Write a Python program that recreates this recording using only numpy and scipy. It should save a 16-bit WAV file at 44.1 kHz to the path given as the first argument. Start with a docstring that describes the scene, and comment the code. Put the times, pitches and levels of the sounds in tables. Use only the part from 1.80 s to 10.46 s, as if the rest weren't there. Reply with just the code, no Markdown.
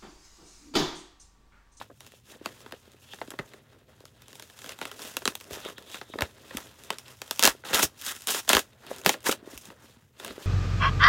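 """Hands tear open a padded paper envelope close to a phone in a small, dry room; an appliance hums.
First the sheet rustles and buckles, creases snap and fingers scrape a flap.
Hiss swells briefly just before the snaps at 0.66 and 4.4 s.
From 5.6 to 7.5 s the main tear: fibres part in dense showers, tugs thud faintly through the table.
Softer rustling follows to the end. Each break travels the sheet as bending waves, so its lows come late."""
import sys
import numpy as np
from scipy import signal
from scipy.fft import rfft, irfft, next_fast_len
from scipy.io import wavfile
from scipy.ndimage import uniform_filter1d

SR = 44100
rng = np.random.default_rng(int(sys.argv[2]) if len(sys.argv) > 2 else 0)


def digitize_waveform(pressure):
    """Quantize a signal to 16-bit integers and store it at the path in sys.argv[1].

    Rows of a 2-D input are taken as channels; values are limited to [-1, 1].
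    """
    field = np.atleast_2d(pressure).T
    bounded = np.clip(field, -1, 1)
    quanta = np.round(bounded * 32767).astype(np.int16)
    wavfile.write(sys.argv[1], SR, quanta)


N = 381897

# paper bands flex, body, crack, fizz: name -> (low/Hz, high/Hz)
BANDS = {"flex": (150, 700), "body": (700, 2200), "crack": (2200, 5000), "fizz": (5000, 17000)}
# hum and air: f/Hz, relative spectral level/dB
ROOM_SPECTRUM = [(18, -47), (35, -13.5), (60, 5.5), (127, 11), (170, -3), (233, 3), (303, -8.5),
                 (1100, -27), (2750, -27), (5600, -45.5), (16000, -27)]
# padded pocket resonances: f/Hz, width/Hz, gain/dB
POCKET_MODES = [(412, 350, 8), (884, 280, -0.5), (1480, 660, 2), (2650, 400, 5), (3290, 1000, 7),
                (6780, 1600, -10.5)]
# tugs through the table: t/s, level/dB, f/Hz
TABLE_THUDS = [(1.599, -50, 48.4), (3.719, -43, 80.7), (4.423, -28, 86.1), (4.759, -44.5, 70.0),
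               (5.666, -40, 48.4), (5.936, -38.5, 75.4), (6.038, -35, 83.4), (6.75, -33, 70.0),
               (7.748, -48, 59.2), (8.496, -52, 51.1)]
# paper sliding in the fingers: t/s, level/dB, tilt/(dB/oct)
RUSTLE_CURVE = [(0, -49.5, 0), (0.08, -74, -0.5), (0.19, -76, 3), (0.22, -63, -0.5), (0.3, -71.5, 2.5),
                (0.35, -67, 2.5), (0.43, -77, 1), (0.51, -55, 1.5), (0.59, -66, -1), (0.75, -61, 0.5),
                (0.89, -64, -0.2), (1.0, -66, 1.2), (1.16, -69, -0.5), (1.2, -68, 1.8), (1.33, -58, 1),
                (1.46, -66, 1), (1.66, -65, -0.5), (1.78, -63.5, -1.6), (1.83, -73, -1.2),
                (1.95, -66, -1.8), (2.05, -73.5, -1.5), (2.11, -65.5, -1.5), (2.18, -70, -0.8),
                (2.32, -69.5, -0.2), (2.54, -62, 0), (2.73, -65.5, 1.3), (2.9, -51, 1), (2.965, -64, 0.5),
                (3.03, -55.5, 2.3), (3.17, -58, -0.4), (3.25, -46, 1.2), (3.33, -57.5, 1.4),
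                (3.59, -71, 3.5), (3.69, -59, -1.5), (3.74, -46, 0.9), (3.82, -54.5, 0.4),
                (3.89, -49, -0.7), (3.95, -65.5, -0.7), (4.05, -62.5, -0.7), (4.15, -51.5, 2.2),
                (4.25, -67, 0.2), (4.37, -62, 1.5), (4.58, -64.5, -1.0), (4.75, -53, 0), (4.96, -62.5, 0.3),
                (5.08, -58, -0.5), (5.23, -64.5, 0.5), (5.29, -55.5, -0.0), (5.385, -65, 1.3),
                (5.57, -57.5, 2.0), (5.81, -66, 0.1), (6.15, -68.5, -0.5), (6.2, -58, 3.7), (6.4, -60, 3),
                (6.63, -62.5, 2.7), (6.97, -69, -2), (7.0, -63.5, -1), (7.1, -49.5, -1.4),
                (7.22, -57.5, -1.5), (7.4, -64, -1.5), (7.63, -64.5, -3.5), (7.73, -51.5, 1.5),
                (7.8, -63.5, 3), (7.86, -57, -0.1), (7.97, -68, -1), (8.05, -60.5, 0.7), (8.11, -64.5, 0.2),
                (8.32, -78, 0), (8.4, -58.5, 0.3), (8.46, -48, -1), (8.54, -60, 0.2), (8.65, -51, 0.1)]
# fingers on a taut flap: start/s, peak/s, end/s, level/dB, f/Hz; silent if end < start
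FLAP_SCRAPES = [(1.24, 1.335, 1.34, -50, 3190), (3.7, 3.76, 3.83, -52, 3480),
                (3.807, 3.857, 3.93, -43.5, 3420), (3.962, 3.98, 4.006, -44.5, 3530),
                (4.01, 4.15, 4.21, -48.5, 3530), (4.207, 4.328, 4.38, -54, 3560),
                (5.635, 5.66, 5.72, -25, 1606), (5.93, 5.956, 6.0, -31, 1556),
                (6.204, 6.278, 6.38, -40, 1590), (6.22, 6.29, 6.35, -41, 3440),
                (6.327, 6.357, 5.8, -53, 1533)]
# whole sheet buckling: t/s, level/dB, f/Hz
SHEET_BUCKLES = [(0.014, -26, 910), (0.1, -42.5, 510), (0.338, -45, 516), (0.562, -44.5, 505),
                 (0.614, -35.5, 345), (0.863, -43, 315), (0.939, -36, 484), (1.078, -46, 420),
                 (1.145, -46, 382), (1.416, -23.5, 720), (1.482, -35.5, 315), (1.515, -46, 470),
                 (1.538, -40, 340), (1.596, -33.5, 150), (1.735, -55, 326), (2.207, -45, 440),
                 (2.24, -44, 468), (3.42, -39, 610), (3.48, -38, 160), (3.52, -39, 455),
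                 (3.709, -31.5, 420), (3.772, -32.5, 445), (3.86, -27, 440), (4.3, -39, 363),
                 (4.357, -27, 377), (4.383, -34, 406), (4.42, -23, 392), (4.749, -29.5, 246),
                 (5.75, -38, 420), (6.036, -27.5, 160), (6.495, -30.5, 500), (6.682, -29, 760),
                 (6.699, -17, 900), (7.114, -22, 563), (7.261, -11.5, 780), (7.268, -22.5, 190),
                 (7.292, -20, 800), (7.492, -14, 374), (7.628, -40, 330), (7.675, -33.5, 357),
                 (7.735, -37.5, 300), (7.885, -42.5, 200), (7.904, -44, 490), (8.043, -49, 300),
                 (8.168, -52.5, 225), (8.444, -42, 566), (8.503, -41, 244), (8.58, -30.5, 402)]
# creases and glue letting go: t/s, level/dB, tilt/(dB/oct), extra flex/dB
CREASE_SNAPS = [(0.1018, -53, -15, 1.2), (0.2056, -38.5, 0.8, 1.2), (0.2303, -52, 0, 1.2),
                (0.265, -42.5, 1.5, 1.2), (0.3201, -44, -0.1, 1.2), (0.6586, -19, -3.5, 1.2),
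                (0.6882, -46, -3.5, 1.2), (0.8048, -45, -0.1, 1.2), (0.862, -37, -5.5, 1.2),
                (0.91, -45, -3, 1.2), (0.9221, -28.5, -4, 1.2), (1.1178, -52.5, 3.5, 1.2),
                (1.334, -33, -4.5, 1.2), (1.386, -42.5, -2.5, 1.2), (1.4143, -28, -8.5, 1.2),
                (1.4756, -43, -2.1, 1.2), (1.505, -33.5, 2.5, 1.2), (1.5157, -41, -10, 1.2),
                (1.5362, -42.5, -12, 1.2), (1.5885, -23.5, -7, 1.2), (1.594, -29.0, -6, 1.2),
                (1.735, -39, -4, 1.2), (2.2042, -49.5, 0.8, 1.2), (2.2537, -40, 1.0, 1.2),
                (2.4203, -44.5, 1.5, 1.2), (2.482, -42.5, 1.4, 1.2), (2.505, -49, 0.5, 1.2),
                (2.5297, -41, 0.5, 1.2), (2.5548, -40.0, 2.1, 1.2), (2.5968, -36, 0.7, 1.2),
                (2.6237, -36.5, 1.2, 1.2), (2.699, -41.5, -0.4, 1.2), (2.7897, -38.5, 1.2, 1.2),
                (2.8177, -37, 0, 1.2), (2.843, -33.5, -2.5, 1.2), (2.861, -34, -1, 1.2),
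                (2.8924, -29, -0.2, 1.2), (2.92, -34.5, -0.5, 1.2), (2.9884, -35.5, -0.5, 1.2),
                (3.014, -23.5, -4, 1.2), (3.0246, -33, -5, 1.2), (3.0535, -24.5, -3, 1.2),
                (3.1147, -32, -0.5, 1.2), (3.192, -35.5, -2, 1.2), (3.219, -33.0, 0.7, 1.2),
                (3.339, -45, 2.1, 1.2), (3.368, -18, 0.5, 1.2), (3.4195, -34.5, -5.5, 1.2),
                (3.4545, -14.5, 0, 1.2), (3.4768, -11.5, -0.5, 1.2), (3.521, -41, -5.5, 1.2),
                (3.553, -27, 2, 1.2), (3.601, -43, 2, 1.2), (3.6098, -36.5, 0.7, 1.2),
                (3.6416, -46, 2.5, 1.2), (3.709, -37.5, -0.5, 1.2), (3.7319, -33.5, 3, 1.2),
                (3.85, -32.5, -3, 1.2), (3.898, -37, -0.7, 1.2), (3.981, -33, -2.5, 1.2),
                (4.024, -45, 0.5, 1.2), (4.1438, -27.5, -2.2, 1.2), (4.2135, -29, -5.5, 1.2),
                (4.3368, -33.5, -10, 1.2), (4.3863, -23.5, -6.5, 1.2), (4.408, -18.5, -1.5, 1.2),
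                (4.4209, -13, -3.5, 1.2), (4.709, -35.5, -7.5, 1.2), (4.7705, -23.5, 1.2, 1.2),
                (4.829, -47, 1.5, 1.2), (5.0366, -43, 3.5, 1.2), (5.104, -16.5, -2.5, 1.2),
                (5.1267, -35, -3, 1.2), (5.1425, -45, 0.5, 1.2), (5.1848, -35.5, 5, 1.2),
                (5.281, -41.5, 1.5, 1.2), (5.4172, -25.5, 0, 1.2), (5.478, -40.5, 1.5, 1.2),
                (5.51, -18, 0.6, 1.2), (5.56, -45.5, 5.5, 1.2), (5.5744, -44, 2.7, 1.2),
                (5.594, -15, 2.5, 1.2), (5.6258, -13.5, 2.8, 1.2), (5.6312, -14.5, -0.7, 1.2),
                (5.6367, -9.5, 4.8, 1.2), (5.644, -8.5, -1, 1.2), (5.653, -9.5, 5, 1.2),
                (5.657, -10.5, 0.2, 1.2), (5.6633, -16, 4, 1.2), (5.675, -6.5, 0.6, 1.2),
                (5.6806, -20.5, 0.3, 1.2), (5.837, -38.5, -10.5, 1.2), (5.8514, -32.5, -3, 1.2),
                (5.931, -20, -2.8, 1.2), (5.9935, -28, 7, 1.2), (6.0004, -21, 0.5, 1.2),
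                (6.0295, -12, 0.0, 1.2), (6.2142, -39.5, 5.5, 1.2), (6.2213, -36, 3.4, 1.2),
                (6.249, -42, 6.7, 1.2), (6.265, -31, 4.6, 1.2), (6.351, -40, 1.5, 1.2),
                (6.364, -36.5, 2.5, 1.2), (6.408, -45, 5, 1.2), (6.4205, -41, 5, 1.2),
                (6.4379, -53, 4, 1.2), (6.472, -24, 5.5, 1.2), (6.5089, -25, 4.5, 1.2),
                (6.5458, -19, -2.2, 1.2), (6.591, -32, -1, 1.2), (6.6484, -44.5, 0.5, 1.2),
                (6.6775, -26.5, -2.2, 1.2), (6.6917, -12.5, 4, 1.2), (6.6988, -11, -6, 1.2),
                (6.7153, -20.5, 1.3, 1.2), (6.7313, -6, -1.5, 1.2), (6.7393, -16.5, -1.8, 1.2),
                (6.75, -7.5, -0.4, 1.2), (6.7677, -7, -3.5, 1.2), (6.7922, -21, 2, 1.2),
                (7.0662, -43.5, 3, 1.2), (7.1623, -41, 4.5, 1.2), (7.184, -45.5, 6.5, 1.2),
                (7.2147, -46, 5, 1.2), (7.2364, -39.0, -1, 1.2), (7.248, -30.5, 0.5, 1.2),
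                (7.2619, -5, -0.4, 1.2), (7.2925, -9.5, -0.1, 1.2), (7.34, -26.5, -5.3, 1.2),
                (7.4052, -48.5, 3, 1.2), (7.4294, -49.5, 4.5, 1.2), (7.443, -39, 0.8, 1.2),
                (7.4929, -16, -7.5, 1.2), (7.5126, -26.5, 2.5, 1.2), (7.5246, -19.5, -0.5, 1.2),
                (7.7766, -36.0, 4.5, 1.2), (7.855, -46, 5.5, 1.2), (7.9012, -38.5, -7.5, 1.2),
                (8.3987, -32, -1.5, 1.2), (8.447, -28, 0.5, 1.2), (8.479, -32, -0.5, 1.2),
                (8.5064, -39, -14, 1.2)]
# two brief swells of hiss just before snaps, then the swells of the tear:
# t/s, attack/s, hold/s, level/dB, change over hold/dB, tilt/(dB/oct), extra flex/dB
SWELLS = [(.632, .022, .006, -47, -5, -1, 0), (4.38, .04, .012, -41.5, -15, -5.5, -1),
          (5.594, 0.0036, 0.027, -39, -0.5, -0.3, 3), (5.622, .012, .05, -24.5, -7.5, -1.5, -9),
          (5.842, 0.0082, 0.087, -44, 3.5, -.3, 1.5), (5.925, 0.01, 0.069, -27.5, -1, 0.4, -1),
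          (6.011, .02, .014, -25, -8, 2.3, 7), (6.21, .06, .045, -40, -0.5, 2.5, -1),
          (6.466, 0.018, 0.11, -32, -6, 2, 0), (6.674, .024, .1, -27, -8.5, 0.9, -3),
          (7.242, 0.023, 0.073, -31.5, -11, 2.2, 8.5), (7.44, 0.029, .03, -26.5, -9, 1.2, 2),
          (7.508, .008, .014, -31, -13.5, 3.5, 2)]

# offsets per band
RUSTLE_DB = (0.24, .1, -0.25, -0.59)
SNAP_DB = (-13.5, -3, 0.5, 1)
SWELL_DB = (-6.5, -1.5, -2.2, -2.46)
TIME_S = np.arange(N) / SR


def amp(db):
    """dB to gain."""
    return 10 ** (np.asarray(db) / 20)


def place(times_s, grains):
    """Mix rows of short sounds in at their times."""
    at = (np.asarray(times_s) * SR).astype(int)[:, None] + np.arange(grains.shape[1])
    return np.bincount(at.ravel(), grains.ravel(), N + grains.shape[1])[:N]


def split(x):
    """Four bands along the last axis, with half-octave cross-fades."""
    size = next_fast_len(x.shape[-1])
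    spectrum, octave = rfft(x, size), np.log2(np.fft.rfftfreq(size, 1 / SR) + 1)
    above = lambda hz: np.sin(np.pi / 2 * np.clip((octave - np.log2(hz)) * 2 + .5, 0, 1)) ** 2
    return [irfft(spectrum * (above(lo) - above(hi)), size)[..., :x.shape[-1]]
            for lo, hi in BANDS.values()]


def band_levels(db, tilt_db_oct, offsets_db, flex_share):
    """dB per band, tilted about 2 kHz; flex takes only a share of the tilt."""
    centres_hz = np.sqrt(np.prod(list(BANDS.values()), axis=1))
    octaves = np.log2(centres_hz / 2000)
    octaves[0] *= flex_share
    return db + np.array(offsets_db)[:, None] + octaves[:, None] * tilt_db_oct


def room_tone(rms_db=-61.5):
    """Steady appliance hum and air, as shaped noise."""
    hz, db = np.transpose(ROOM_SPECTRUM)
    bins_hz = np.fft.rfftfreq(N, 1 / SR)
    shape = amp(np.interp(np.log(bins_hz + 1), np.log(hz), db))
    noise = irfft(rfft(rng.standard_normal(N)) * shape, N)
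    return noise * amp(rms_db) / noise.std()


def room_tail(x, t60_s=.1, level_db=-14, rise_s=.001):
    """Diffuse echo, kept short by soft furnishings."""
    t = np.arange(SR // 4) / SR
    tail = rng.standard_normal(len(t)) * amp(-60 * t / t60_s) * np.clip(t / rise_s, 0, 1)
    return signal.fftconvolve(x, tail * amp(level_db) / np.linalg.norm(tail))[:N]


def knocks(table, peak_cycles, glide):
    """Low pushes that ring a few cycles and sag in pitch."""
    start_s, db, hz = np.transpose(table)[:, :, None]
    cycles = np.arange(4096) / SR * hz
    age = cycles / peak_cycles
    envelope = np.sqrt(age) * np.exp(1 - age)
    phase = 2 * np.pi * cycles * (1 + glide * np.exp(-age))
    return place(start_s[:, 0], amp(db) * envelope * np.sin(phase))


def thuds():
    """Tugs carried through the table."""
    return knocks(TABLE_THUDS, peak_cycles=0.6, glide=0.93)


def pocket(x):
    """The envelope adds its own resonances."""
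    return x + sum(amp(db) * signal.lfilter(*signal.iirpeak(hz, hz / width_hz, SR), x)
                   for hz, width_hz, db in POCKET_MODES)


def grip(rate_hz):
    """Unsteady grip: ramps between random values, unit spread."""
    step = int(SR / rate_hz)
    ramps = uniform_filter1d(np.repeat(rng.standard_normal(N // step + 1), step), step)[:N]
    return ramps / ramps.std()


def bending_waves(burst_ms, lag_ms, top_hz, size, echo_db=-11.5):
    """One break per row, dispersed by the sheet: wave speed grows as the root of frequency."""
    t, count = np.arange(size) / SR, len(burst_ms)
    hz = np.fft.rfftfreq(size, 1 / SR)
    decay_s = np.clip(burst_ms, .1, 6)[:, None] / 1000
    burst = rng.standard_normal((count, size)) * np.exp(-t / decay_s)
    burst[:, 0] += 4 * np.sign(burst[:, 0])  # sharp first release
    dispersion_rad_s = 4 * np.pi * np.sqrt(1000 * hz) - 2 * np.pi * hz * np.sqrt(1000 / (SR / 2))
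    distance, *detours = rng.random((count, 3)).T[:, :, None]
    lag_s = lag_ms / 1000 * (.6 + .8 * distance)
    paths = np.exp(-1j * dispersion_rad_s * lag_s)
    for detour in detours:  # two edge reflections
        phase = lag_s * ((1 + detour) * dispersion_rad_s + 2 * np.pi * hz * detour)
        paths -= amp(echo_db) * np.exp(-1j * phase)
    lowpass = 1 / np.sqrt(1 + (hz / top_hz) ** 2)
    fade = np.cos(np.pi / 2 * t / t[-1])
    return irfft(rfft(burst) * paths * lowpass, size) * fade


def fibre_shower(gains, per_s, spread_db, hiss_db, grip_db, burst_ms, lag_ms, top_hz):
    """Fibres part at random times and strengths over the hiss of rubbing paper."""
    active = gains[0] > 0
    draws = rng.random((int(per_s * N / SR), 3))
    when, strength, length = draws[active[(draws[:, 0] * N).astype(int)]].T
    size_db = -spread_db * np.log(1 - strength[:, None])
    breaks = bending_waves(burst_ms * (.5 + length), lag_ms, top_hz, size=512)
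    crackle = place(when * N / SR, breaks * amp(size_db))
    hiss = signal.lfilter([1], [1, -.3], rng.standard_normal(N)) * amp(grip_db * grip(rate_hz=150))
    mix = pocket(crackle / crackle[active].std() + amp(hiss_db) * hiss / hiss.std())
    out = 0
    for band, gain in zip(split(mix), gains):
        band = band * amp(grip_db * grip(rate_hz=55))  # colour shifts with the grip
        out += gain * band / band[active].std()
    return out


def rustle(settle_db=-25.5, rise_s=.0027, decay_s=.015):
    """Paper crinkles in the fingers and settles after each snap."""
    knots_s, db, tilt = np.transpose(RUSTLE_CURVE)
    db, tilt = np.interp(TIME_S, knots_s, db), np.interp(TIME_S, knots_s, tilt)
    sliding = amp(band_levels(db, tilt, RUSTLE_DB, flex_share=.97))
    snap_s, snap_db, snap_tilt, _ = np.transpose(CREASE_SNAPS)
    t = TIME_S[:4096]
    envelope = np.exp(-t / decay_s) * (1 - np.exp(-t / rise_s))
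    levels_db = band_levels(snap_db + settle_db, .91 * snap_tilt, RUSTLE_DB, flex_share=.69)
    settling = [place(snap_s, gain[:, None] * envelope) for gain in amp(levels_db)]
    return fibre_shower(sliding + settling, per_s=800, spread_db=2.3, hiss_db=1.5, grip_db=1.8,
                        burst_ms=.8, lag_ms=2.4, top_hz=6000)


def scrapes(edge_db=-20):
    """Fingers scrape a taut flap: narrow, rough hiss around its resonance."""
    rough = uniform_filter1d(uniform_filter1d(rng.standard_normal((2, N)), size=40), size=40)
    rough = rough / rough.std() * amp(2 * grip(rate_hz=96))
    out = 0
    for *knots_s, db, hz in FLAP_SCRAPES:
        phase = 2 * np.pi * hz * TIME_S
        swell_db = np.interp(TIME_S, knots_s, [edge_db, 0, edge_db], left=-200, right=-200)
        out += amp(db + swell_db) * (rough[0] * np.cos(phase) + rough[1] * np.sin(phase))
    return out


def buckles():
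    """The whole sheet gives way with a dull knock."""
    return knocks(SHEET_BUCKLES, peak_cycles=0.68, glide=0.5)


def snaps():
    """Creases and glue let go: duller or weaker snaps are slower and further off."""
    start_s, db, tilt, flex_db = np.transpose(CREASE_SNAPS)
    stretch = 2 ** np.clip(-.12 * tilt - .015 * (db - db.mean()), -1, 1)
    breaks = bending_waves(burst_ms=1.18 * stretch, lag_ms=2.4 * np.sqrt(stretch)[:, None],
                           top_hz=9000 / stretch[:, None], size=1024)
    peaks_db = band_levels(db, tilt, SNAP_DB, flex_share=.33)
    peaks_db[0] += flex_db
    grains = sum(band * (peak / np.abs(band).max(axis=1))[:, None]
                 for band, peak in zip(split(pocket(breaks)), amp(peaks_db)))
    return place(start_s, grains)


def hiss_and_tear(rise_db=26, release_s=.15, release_db_per_s=700.5):
    """Two brief swells of hiss, then the tear's showers of parting fibres; each rises, holds, dies."""
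    gains = np.zeros((4, N))
    for start_s, attack_s, hold_s, db, change_db, tilt, flex_db in SWELLS:
        knots_s = np.cumsum([start_s, attack_s, hold_s, release_s])
        on = (TIME_S >= start_s) & (TIME_S < knots_s[-1])
        end_db = change_db - release_s * release_db_per_s
        shape_db = np.interp(TIME_S[on], knots_s, [-rise_db, 0, change_db, end_db])
        levels_db = band_levels(db + shape_db, tilt, SWELL_DB, flex_share=.7)
        levels_db[0] += flex_db
        gains[:, on] += amp(levels_db)
    return fibre_shower(gains, per_s=1500, spread_db=2.5, hiss_db=-2.5, grip_db=2,
                        burst_ms=.7, lag_ms=2.2, top_hz=10000)


def scene():
    """Paper, its echo, thuds and room tone; mono."""
    paper = rustle() + hiss_and_tear() + snaps() + buckles() + scrapes()
    return (paper + room_tail(paper) + thuds() + room_tone())[None]


def record(dry):
    """The phone drops the deepest bass, rounds the loudest peaks and cuts the top."""
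    highpass = signal.butter(4, 38, "highpass", fs=SR, output="sos")
    lowpass = signal.ellip(12, .2, 95, 15800, fs=SR, output="sos")
    rounded = 1.3 * np.tanh(signal.sosfilt(highpass, dry) / 1.3)
    return signal.sosfilt(lowpass, rounded)


dry = scene()
out = record(dry)
digitize_waveform(out)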